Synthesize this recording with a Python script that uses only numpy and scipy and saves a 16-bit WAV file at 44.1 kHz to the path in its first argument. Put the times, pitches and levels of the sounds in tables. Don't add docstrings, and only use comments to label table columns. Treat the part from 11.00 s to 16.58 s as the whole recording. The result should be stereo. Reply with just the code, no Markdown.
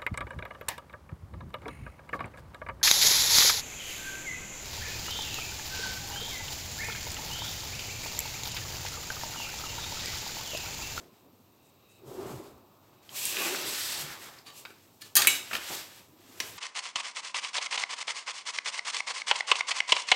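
import sys
import numpy as np
from scipy import signal
from scipy.fft import rfft, irfft
from scipy.io import wavfile
from scipy.ndimage import uniform_filter1d

SR = 44100
rng = np.random.default_rng(int(sys.argv[2]) if len(sys.argv) > 2 else 0)


def log_audio(samples):
    frames = np.atleast_2d(samples).T
    limited = np.clip(frames, -1, 1)
    pcm = np.round(limited * 32767).astype(np.int16)
    wavfile.write(sys.argv[1], SR, pcm)


def invert_db(x):
    u = np.asarray(x, float) / 20
    return 10 ** u


N = 246078
T = np.arange(N) / SR

# (frequency [Hz], density [dB per Hz])
AIR = [(15, -57), (25, -24), (68, -21.5), (92, -1), (167, -5.5), (399, -5.5), (445, -8.5), (1120, -19),
       (1550, -62), (2330, -35.5), (3150, -31.5), (3810, -26), (9580, -46), (13600, -19.5), (16500, -28)]
# (frequency [Hz], level [dB])
HUM = [(101, -75.5)]
# (centre [Hz], reverberation time [s], level [dB])
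ROOM = [(230, 0.86, -2), (994, 0.43, -4), (2630, 0.38, -7), (5140, 0.32, -9), (10000, 0.23, -8)]
# (frequency [Hz], density [dB per Hz])
SHEET = [(1470, -5), (2300, -8.5), (2950, -2), (3190, 0.5), (6050, -2.5), (8170, -2.5), (9270, -10.5),
         (11800, -4), (15800, -10), (16150, -38), (16500, -54.5)]

# (frequency [Hz], width [Hz], level [dB])
TABLE = [(370, 170, -7), (830, 3.1, 1), (934, 58, -7)]
HELD_MODES = [(1150, 15, 2.5), (1752, 17, 2), (2476, 47, -2), (2930, 120, -4), (3800, 50, 2),
              (4510, 40, 2.5), (6760, 47, -4), (7900, 48, -17)]
TAPPED_MODES = [(1040, 150, -12.5), (1480, 55, 4), (2300, 230, -2), (3660, 140, -5), (4700, 190, -5.5),
                (6450, 100, -16)]
LANDING_MODES = [(853, 30, 0), (1190, 17, 1.5), (1870, 97, -0.5), (2610, 47, -5), (3270, 49, 3.5),
                 (4180, 35, -7.5), (4410, 75, -16), (4580, 90, -3), (5600, 73, -7), (6190, 30, -2),
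                 (6360, 39, 2), (6770, 35, 5), (8300, 30, 3.5), (8690, 30, -5), (9900, 49, -4.5),
                 (11020, 34, -4.5), (11200, 39, 4), (11900, 39, -3), (12500, 51, -1.5), (13700, 61, 2.5),
                 (14500, 110, -9)]
FLAT_MODES = [(2260, 36, 4), (2420, 54, -6), (2618, 34, 4), (2900, 27, 3.5), (3280, 36, -4), (3860, 38, 3),
              (4850, 40, -15), (6550, 46, -2), (7660, 34, 8), (8300, 76, -7), (10030, 60, -8),
              (10840, 33, -4.5), (12000, 100, -15.5), (13200, 61, -3.5)]
SETTLING_MODES = [(2260, 60, -9.5), (2950, 40, 2), (3800, 82, 2), (5070, 38, -6), (5400, 58, -6),
                  (6340, 59, -5), (7360, 25, 1), (7600, 54, -8.5), (8800, 230, -19.5), (9940, 56, -16.5),
                  (13200, 43, -13), (13700, 36, -7.5)]
PRESSED_MODES = [(1440, 50, 7.5), (1800, 160, 2.5), (2440, 130, 4), (2800, 42, -10), (4000, 93, -30),
                 (6060, 40, -13.5), (7600, 33, -16), (7800, 180, -6)]
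BARREL_MODES = [(1050, 24, 5), (2130, 28, 0), (2450, 110, 2), (2770, 100, 1), (3300, 25, 1),
                (4080, 210, -13), (4930, 110, -24), (5570, 60, -7)]
NIB_MODES = [(2640, 230, -4), (3800, 110, -2)]
RULER_MODES = [(1114, 11, 9), (1770, 36, -7), (2280, 27, -12.5), (2500, 58, 6.5), (2620, 33, -9.5),
               (2600, 32, 4)]
TAUT_MODES = [(4500, 1400, 2), (7800, 900, -1.5)]
CURVE_MODES = [(1170, 22, 0), (1820, 21, -2)]
BRUSH_MODES = [(6000, 1480, -8.5), (7760, 1500, 5)]

# (time [s], peak [dB], ring [Hz], edge [dB], thud [dB], contact [ms])
KNOCKS = [(2.0935, -51, 3300, -7, -14, 15), (2.3695, -23, 2500, -11, -14.5, 3.5),
          (2.5242, -28.5, 1500, -20, -23, 2.7), (2.5475, -24.5, 1500, -23, -9, 4),
          (4.7, -40.5, 660, -26, -2.5, 36), (4.6165, -34, 1600, -20, -18, 2.5)]
SNAPS = [(2.2538, -16.5, 8540, -9, -33, 1.3), (3.386, -43.5, 4860, -30, -42, 4.4)]
LIFT = [(3.4476, -47, 3860, -14, -8, 20), (3.46, -36.5, 3800, -15, -22, 14),
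        (3.474, -37.5, 3800, -14, -14, 10.6), (3.4984, -39.5, 2950, -8, -12, 5),
        (4.0105, -38, 6170, -6, -23, 8.1), (4.017, -29.5, 4330, -17.5, -22.5, 4.2)]
TAPS = [(3.6516, -31, 1590, -23, -23.5, 4.7), (3.6564, -34.5, 1460, -29.5, -39, 3.7),
        (3.7044, -37.5, 1520, -22.5, -5.5, 2.4)]
LANDS = [(4.1538, -15, 5140, 2.5, -31, 20), (4.1657, -9.5, 4560, -1, -39, 9.5)]
ROCKS = [(4.2196, -11.5, 3400, -30, -24, 3.4), (4.2483, -18.5, 1480, -33.5, -25, 1.3)]
CLATTER = [(4.2713, -8.5, 2260, 0.93, -27.5, 7.1)]
PRESSES = [(4.5112, -30.5, 1330, -32, -15.5, 11), (4.5314, -24, 2440, -14, -23, 8),
           (4.5515, -21.5, 2760, -12, -32, 4.1), (4.5668, -37, 3400, -16, -6, 1.9)]
PEN_TOUCH = [(5.4012, -17, 2820, -39, -21.5, 3.7)]
# (time [s], peak [dB], ring [Hz], fade [ms], left-right [dB])
CLICKS = [(2.092, -31, 3200, 1.3, -3), (2.0926, -34, 4900, .8, 0), (3.6515, -34, 2300, 0.99, 4),
          (3.6518, -32, 4700, 1.0, 1), (3.6575, -35, 3700, 2.3, -5), (3.6672, -37, 1500, 1.5, -2),
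          (4.0112, -44, 6400, 2.0, 0), (4.0172, -36, 4300, 2.0, 0), (4.022, -33, 3300, .8, -3),
          (4.046, -42, 4400, 3.0, 0), (4.034, -44, 4300, 4.0, 3), (4.1537, -11, 13300, 1.2, 1),
          (4.157, -16.5, 11200, 1.0, -1), (4.1658, -3, 13200, 0.81, 3), (4.1658, -6, 6800, .7, -1),
          (4.175, -8, 6900, 1.2, 1), (4.2025, -21, 1500, 3.1, 1), (4.2116, -24, 1300, 2.4, 0),
          (4.2275, -20, 3600, 1.0, -2), (4.2545, -23, 1700, 0.93, 3), (4.26, -25, 1700, 1.0, 2.5),
          (4.2638, -22.5, 1800, 1.1, -5), (4.2712, -2, 13000, 0.94, 3), (4.281, -18, 13200, 1.2, 0),
          (4.5072, -40, 1900, 2.0, 1), (4.5128, -29, 1510, 2.5, -2), (4.5311, -20, 1700, 1.0, -1),
          (4.533, -21, 2600, 1.3, 2.5), (4.541, -24, 2500, 1.2, 2), (4.546, -25, 2300, 1.0, 2),
          (4.5525, -21, 2900, 2.0, -9), (4.559, -33, 1600, 1.4, 0), (4.568, -23, 3500, 1.2, 2),
          (5.4037, -26, 2680, 1.1, 10), (2.5245, -29, 2200, .8, -2)]
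# (time of peak [s], peak [dB], frequency [Hz], length [ms])
SHOVES = [(.009, -52.5, 350, 16), (.132, -52, 211, 17), (.266, -54.5, 288, 32), (.338, -53, 233, 14),
          (0.406, -54.5, 249, 15), (1.022, -49, 370, 10), (1.041, -45, 364, 16), (1.059, -50, 367, 11),
          (1.089, -41.5, 415, 16), (1.117, -36.5, 375, 17), (1.15, -34, 388, 11), (1.196, -31, 372, 25),
          (1.218, -36, 383, 8), (1.233, -30.5, 374, 9.1), (1.258, -34.5, 387, 19), (1.311, -38, 363, 12),
          (1.342, -39, 362, 12), (1.402, -36.5, 328, 13), (2.388, -36, 394, 7.3), (2.42, -36.5, 335, 29),
          (2.469, -36, 336, 30), (2.53, -31, 386, 23), (2.574, -43, 380, 13), (2.631, -45, 374, 15),
          (2.666, -41.5, 396, 18), (2.686, -39, 372, 9), (5.203, -51.5, 345, 13), (5.149, -56, 314, 37),
          (5.256, -57, 260, 20), (5.299, -48, 268, 14), (5.331, -54, 260, 18), (5.414, -51, 395, 19),
          (2.505, -41, 375, 22), (2.553, -39, 376, 15), (2.6, -47, 380, 16), (1.085, -46.5, 130, 50),
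          (1.265, -45, 129, 48), (1.342, -39, 129, 38), (3.044, -43, 143, 52)]

# (time [s], hold [s], level [dB], drift over the hold [dB])
FIDGETS = [(0.0, 0.073, -66.5, -6), (.14, 0.034, -71, -7), (.56, 0.018, -81, 1), (.63, 0.059, -81, -7),
           (1.85, .04, -76.5, 2), (1.94, .03, -70.5, -7), (2.03, 0.04, -70, 0)]
FINGERTIPS = [(.9, 0.06, -84, -2), (1.07, 0.11, -64.5, 0), (1.29, 0.064, -69, 0), (3.68, 0.039, -70, -1),
              (3.94, 0.055, -73, -1), (5.28, 0.021, -64.5, 0)]
PALM = [(1.13, 0.1, -71.5, 12), (1.28, 0.21, -56.5, -11), (3.75, 0.13, -66, -5.5), (4.92, 0.067, -58.5, 1),
        (5.22, 0.22, -67.5, 11.5), (5.46, 0.14, -54, -1.5)]
RULER_FLAT = [(2.165, 0.13, -42, 3), (3.56, 0.022, -56.5, 0.5), (4.062, 0.015, -60, -3)]
RULER_EDGE = [(2.37, 0.1, -39.5, 1.5), (2.49, 0.077, -38.5, -8), (4.4, 0.17, -54, 3.5)]
SKIDS = [(2.096, .035, -63, -1), (4.012, 0.052, -60, -3), (4.534, .034, -41.5, -1.5),
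         (4.19, 0.068, -32.5, -8), (4.3, 0.096, -38, -8.5)]
SHEET_TURNS = [(2.58, 0.36, -39, -1.5), (3.0, 0.019, -42.5, 1.5), (3.05, 0.07, -48.5, -5),
               (4.63, 0.06, -50, 3), (4.72, 0.084, -42.5, -3), (4.83, 0.042, -54, -2)]
SHEET_SETTLES = [(3.05, 0.077, -50, 3.5), (3.17, 0.055, -58.5, 4.5), (3.23, 0.043, -52, -2.5),
                 (3.33, 0.053, -58.5, -2)]
PUSHES = [(1.02, 0.1, -54, 15)]
LEANS = [(0.0, 0.079, -51.5, -4), (.12, 0.15, -70.5, 14), (1.19, 0.13, -39, 3), (1.4, 0.06, -42.5, -5),
         (1.5, 0.14, -54, -3)]
DRAGS = [(2.42, 0.058, -35.5, -2), (2.53, 0.2, -37.5, -5.5), (5.21, 0.16, -63, 8)]
JOLTS = [(1.65, 0.48, -67, 1.5), (2.12, 0.21, -53.5, 2.5), (2.72, 0.26, -54.5, 6), (3.11, 0.18, -53.5, -1),
         (3.5, 0.11, -64, 2), (4.05, 0.024, -61.5, -3), (4.19, 0.065, -41.5, -3), (4.54, 0.024, -39, -8),
         (4.71, 0.078, -47.5, -8.5), (5.0, 0.0365, -62.5, -13), (5.41, 0.079, -51, -5.5)]
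THUMPS = [(.1, 0.089, -70.5, 0.26), (1.09, .03, -53, 0.4), (1.27, 0.11, -51.5, 2), (1.48, 0.1, -56, -3),
          (2.6, 0.1, -54.5, 0), (3.02, 0.092, -54.5, 0.22), (4.3, 0.038, -55.5, 0.25),
          (5.5, 0.071, -60.5, 0.41)]
PEN_LINES = [(.15, 0.11, -72.5, 0), (.47, 0.28, -75, 0), (.72, 0.36, -70, 0), (1.55, 0.47, -73.5, 0)]
BUZZ_LANDED = [(4.18, 0.061, -26, -6.5)]
BUZZ_FLAT = [(4.295, 0.12, -28.5, -14)]
RULER_SINGS = [(2.375, 0.12, -35, 0)]
SHEET_SINGS = [(2.66, .09, -36.5, 0), (2.8, 0.17, -35.5, 0)]
CURVE_SINGS = [(3.47, 0.074, -56, -7)]
BRUSHES = [(.628, 0.06, -67.5, 0), (.9, .07, -65, -2.2)]

# (movements, (bright grit [dB], dull drag [dB], ruler ring [dB]), (start [dB/s], stop [dB/s]))
CONTACTS = [(FIDGETS, (0, -4, -9), (1000, 160)), (FINGERTIPS, (3.7, -23, -21), (600, 700)),
            (PALM, (0.24, -5.5, -7.5), (120, 146)), (RULER_FLAT, (3.4, -20.5, -5.5), (380, 143)),
            (RULER_EDGE, (0, -5, -4), (160, 370)), (SKIDS, (-1.8, -5.5, -7), (1500, 470)),
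            (SHEET_TURNS, (-1.8, -8, -10.5), (78, 250)), (SHEET_SETTLES, (-0.96, -0.71, -13), (410, 204))]
# (body [dB], bright [dB], dull [dB], ruler [dB])
RESTING_DB = (-76.5, -76.5, -83.5, -81.5)
# (movements, (deep share [dB], upper share [dB]), (start [dB/s], stop [dB/s]))
LOADS = [(PUSHES, (-20, -14), (260, 160)), (LEANS, (-5, -4.5), (170, 250)), (DRAGS, (-32, -0.15),
         (150, 190)), (JOLTS, (-2.9, 6.4), (890, 64)), (THUMPS, (6, 0), (210, 280))]
# (main [dB], deep [dB], upper [dB])
STILL_DB = (-84, -69, -63.5)


def unit(x):
    return x / np.sqrt(np.mean(x ** 2))


def band(x, lo_hz, hi_hz, order=2):
    sos = signal.butter(order, [lo_hz, min(hi_hz, .45 * SR)], "bandpass", fs=SR, output="sos")
    return signal.sosfilt(sos, x)


def ring(x, hz, width):
    return signal.lfilter(*signal.iirpeak(hz, hz / width, fs=SR), x)


def colour(x, points):
    hz, db = np.transpose(points)
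    f = np.fft.rfftfreq(N, 1 / SR) + 1
    gain = invert_db(np.interp(np.log(f), np.log(hz), db, left=-90, right=-90))
    return unit(irfft(rfft(x) * gain, N))


def walk(rate):
    k = int(SR / rate)
    held = np.repeat(rng.standard_normal(N // k + 1), k)
    return unit(uniform_filter1d(uniform_filter1d(held, k), k)[:N])


def two_ports(alike_hz):
    mid, side = rng.standard_normal((2, N))
    treble = signal.lfilter(*signal.butter(2, alike_hz, "high", fs=SR), side)
    side = .24 * side + 0.84 * treble
    return np.array([mid + side, mid - side])


def moves(kinds, rest_db):
    t = T[::32]
    power = invert_db(np.array(rest_db))[:, None] ** 2 * np.ones(len(t))
    for rows, shares_db, (rise, fall) in kinds:
        effort = 0
        for s, hold, db, drift_db in rows:
            after = t - s
            level = db + drift_db * np.clip(after / hold, 0, 1)
            level = level + rise * np.minimum(after, 0) - fall * np.maximum(after - hold, 0)
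            effort = effort + invert_db(level) ** 2
        power = power + invert_db(np.array([0, *shares_db]))[:, None] ** 2 * effort
    return np.array([np.interp(T, t, gain) for gain in np.sqrt(power)])


def air():
    hum = sum(invert_db(db + 4.5) * np.sin(2 * np.pi * np.cumsum(hz + 1.5 * walk(2.5)) / SR) for hz, db in HUM)
    drift = invert_db(.8 * walk(1.32))
    return drift * invert_db(-61.5) * colour(two_ports(alike_hz=990), AIR) + hum


def room(x):
    t, tail = T[:SR // 2], 0
    for hz, t60, db in ROOM:
        decay = np.exp(-np.log(1000) * t / t60)
        echoes = band(rng.standard_normal((2, len(t))), hz / 2.0, hz * 1.81) * decay
        tail = tail + invert_db(db) * echoes * np.sqrt(hz / np.sum(echoes ** 2) / SR * 4)
    tail = tail * np.clip(t / 0.00062, 0, 1)
    modes = rfft(tail, 2 * len(t))
    ceiling = 1.2 * uniform_filter1d(np.abs(modes), size=300)
    tail = irfft(modes * np.minimum(1, ceiling / (np.abs(modes) + 1e-12)))[:, :len(t)]
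    gain = 1 / np.abs(rfft(tail[0])).mean()
    return signal.fftconvolve(x, gain * tail, axes=1)[:, :N]


def judder():
    shove = two_ports(alike_hz=1100) * invert_db(2.5 * walk(45))
    _, *upper_modes = TABLE
    upper = sum(invert_db(db) * ring(shove, hz, 1.38 * width) for hz, width, db in upper_modes)
    main = unit(ring(shove_main(shove), 363.0, 76) + invert_db(-13.0) * band(two_ports(alike_hz=1100), 192, 630))
    upper = unit(upper + invert_db(-3.0) * band(two_ports(alike_hz=940), 506.0, 1286, order=4))
    deep = unit(ring(shove, 123.0, 27) + invert_db(-2.5) * band(two_ports(alike_hz=1100), 52.9, 395))
    gains = moves(LOADS, STILL_DB)
    return invert_db(-5.0) * (gains[0] * main + gains[1] * deep + gains[2] * upper)


def shove_main(shove):
    hz, width, db = TABLE[0]
    return invert_db(db) * ring(shove, hz, 1.38 * width)


def shoves():
    out = np.zeros(N)
    for (s, db, hz, ms), turn in zip(SHOVES, rng.random(len(SHOVES))):
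        i = max(int((s - .1) * SR), 0)
        after = T[i:int((s + .1) * SR)] - s
        swell = np.exp(-(after * 1000 / (0.57 * ms)) ** 2)
        out[i:i + len(after)] += invert_db(db) * swell * np.sin(2 * np.pi * (hz * after + turn))
    return invert_db(-1.5) * out


def pen():
    drag = two_ports(alike_hz=800) * invert_db(4.3 * walk(8.6))
    rung = unit(sum(invert_db(db) * ring(drag, hz, width) for hz, width, db in NIB_MODES))
    return moves([(PEN_LINES, (), (100, 60))], [-100]) * rung


def chatter(movements, modes, loss, rough_db=3.0):
    buzz = two_ports(alike_hz=2000) * invert_db(rough_db * walk(150))
    rung = unit(sum(invert_db(db) * ring(buzz, hz, width + loss * hz) for hz, width, db in modes))
    return moves([(movements, (), (1500, 350))], [-110]) * rung


def clicks():
    out, t = np.zeros((2, N)), T[:1024]
    lag = np.array([[0], [-np.pi / 4]])
    for s, db, hz, ms, pan_db in CLICKS:
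        fade = np.exp(-t * 1000 / np.clip(ms, .2, 6)) * (1 - np.exp(-t * 1000 / .08))
        gain = invert_db(db + pan_db * np.array([[.5], [-.5]]))
        i = int(s * SR)
        out[:, i:i + len(t)] += gain * fade * np.sin(2 * np.pi * hz * t + lag)
    return invert_db(-1.5) * out


def strikes(table, modes, modes_db, width, tick, rise_ms=0.02, broad=0.4):
    length = 8192
    out, t = np.zeros((2, N + length)), T[:length]
    port_noise = rng.standard_normal((len(table), 2, length))
    common_noise = rng.standard_normal((len(table), length))
    for (s, db, hz, edge_db, thud_db, ms), own, shared in zip(table, port_noise, common_noise):
        fade = np.exp(-t / (np.clip(ms, .3, 40) / 1000)) + tick * np.exp(-t / 0.00029)
        scrape = (own + 0.99 * shared) * fade * (1 - np.exp(-1000 * t / rise_ms))
        body = ring(ring(scrape, hz, width * hz), hz, 5.6 * width * hz)
        body = body + broad * band(scrape, hz / 3.57, hz * 2.58, order=3)
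        for f, mode_width, mode_db in modes:
            body = body + invert_db(mode_db + modes_db) * ring(scrape, f, mode_width + .004 * f)
        edge = band(scrape * np.exp(-t / 0.0087), 4900, 14540, order=3)
        thud = band(scrape, 214, 1110, order=3)
        body, edge, thud = (part / np.abs(part).max() for part in (body, edge, thud))
        i = int(s * SR)
        out[:, i:i + length] += invert_db(db) * (body + invert_db(edge_db) * edge + invert_db(thud_db) * thud)
    return out[:, :N]


def impacts():
    rocking_modes = [m for m in LANDING_MODES if m[0] < 7500]
    hits = invert_db(8.5) * strikes(KNOCKS, [], modes_db=0, width=0.26, tick=1.5)
    hits += invert_db(6.0) * strikes(SNAPS, [], modes_db=0, width=0.15, tick=.05, rise_ms=0.45, broad=.04)
    hits += invert_db(3.0) * strikes(LIFT, HELD_MODES, modes_db=5.0, width=0.3, tick=.1, rise_ms=7.0)
    hits += invert_db(3.0) * strikes(TAPS, TAPPED_MODES, modes_db=4.5, width=0.23, tick=0.57, broad=0.26)
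    hits += invert_db(8.0) * strikes(LANDS, LANDING_MODES, modes_db=3.5, width=0.26, tick=0.35, broad=0.36)
    hits += invert_db(7.5) * strikes(ROCKS, rocking_modes, modes_db=-21.0, width=1.0, tick=0.22, rise_ms=0.25, broad=.15)
    hits += invert_db(10.0) * strikes(CLATTER, FLAT_MODES, modes_db=12.0, width=0.09, tick=2.6)
    hits += invert_db(7.0) * strikes(PRESSES, PRESSED_MODES, modes_db=2.5, width=0.25, tick=0.3)
    hits += invert_db(5.5) * strikes(PEN_TOUCH, BARREL_MODES, modes_db=4.5, width=0.986, tick=.3, rise_ms=0.74)
    hits += clicks()
    hits += chatter(BUZZ_LANDED, LANDING_MODES, loss=.002)
    hits += chatter(BUZZ_FLAT, SETTLING_MODES, loss=.002)
    return hits


def slides():
    slips = invert_db(0.67 * walk(300) + .7 * walk(40))
    grit = [two_ports(alike_hz=730) for _ in range(4)]
    grit = [slips * (g + invert_db(-8.5) * room(g)) for g in grit]
    body = unit(band(colour(grit[0], SHEET), 1470, 5900, order=3)) * invert_db(.5 * walk(43))
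    bright = unit(band(colour(grit[1], SHEET), 6270, 19000, order=3)) * invert_db(1.3 * walk(25.16))
    dull = unit(band(grit[2], 1167, 2370, order=3)) * invert_db(0.45 * walk(27))
    ruler = unit(band(grit[3], 2264, 2920, order=3)) * invert_db(0.25 * walk(22))
    gains = moves(CONTACTS, RESTING_DB)
    return invert_db(4.5) * (gains[0] * body + gains[1] * bright + invert_db(1.5) * gains[2] * dull + gains[3] * ruler)


def scene():
    hits = impacts()
    mix = hits + invert_db(-8.0) * room(hits)
    mix += air() + judder() + shoves() + pen() + slides()
    mix += chatter(RULER_SINGS, RULER_MODES, loss=.001)
    mix += chatter(SHEET_SINGS, TAUT_MODES, loss=.001, rough_db=1.0)
    mix += chatter(CURVE_SINGS, CURVE_MODES, loss=.001)
    mix += chatter(BRUSHES, BRUSH_MODES, loss=.001)
    return mix


def low_pass(x):
    return signal.sosfilt(signal.butter(12, 16710, fs=SR, output="sos"), x)


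def record(dry):
    left = invert_db(-1.6) * np.roll(dry[0], 3)
    ports = np.clip(np.array([left, dry[1]]), -1, 1)
    ports = signal.sosfilt(signal.ellip(12, .2, 100, 16450, fs=SR, output="sos"), ports)
    mix = np.clip(ports, -1, 1)
    return low_pass(mix)


dry = scene()
out = record(dry)
log_audio(out)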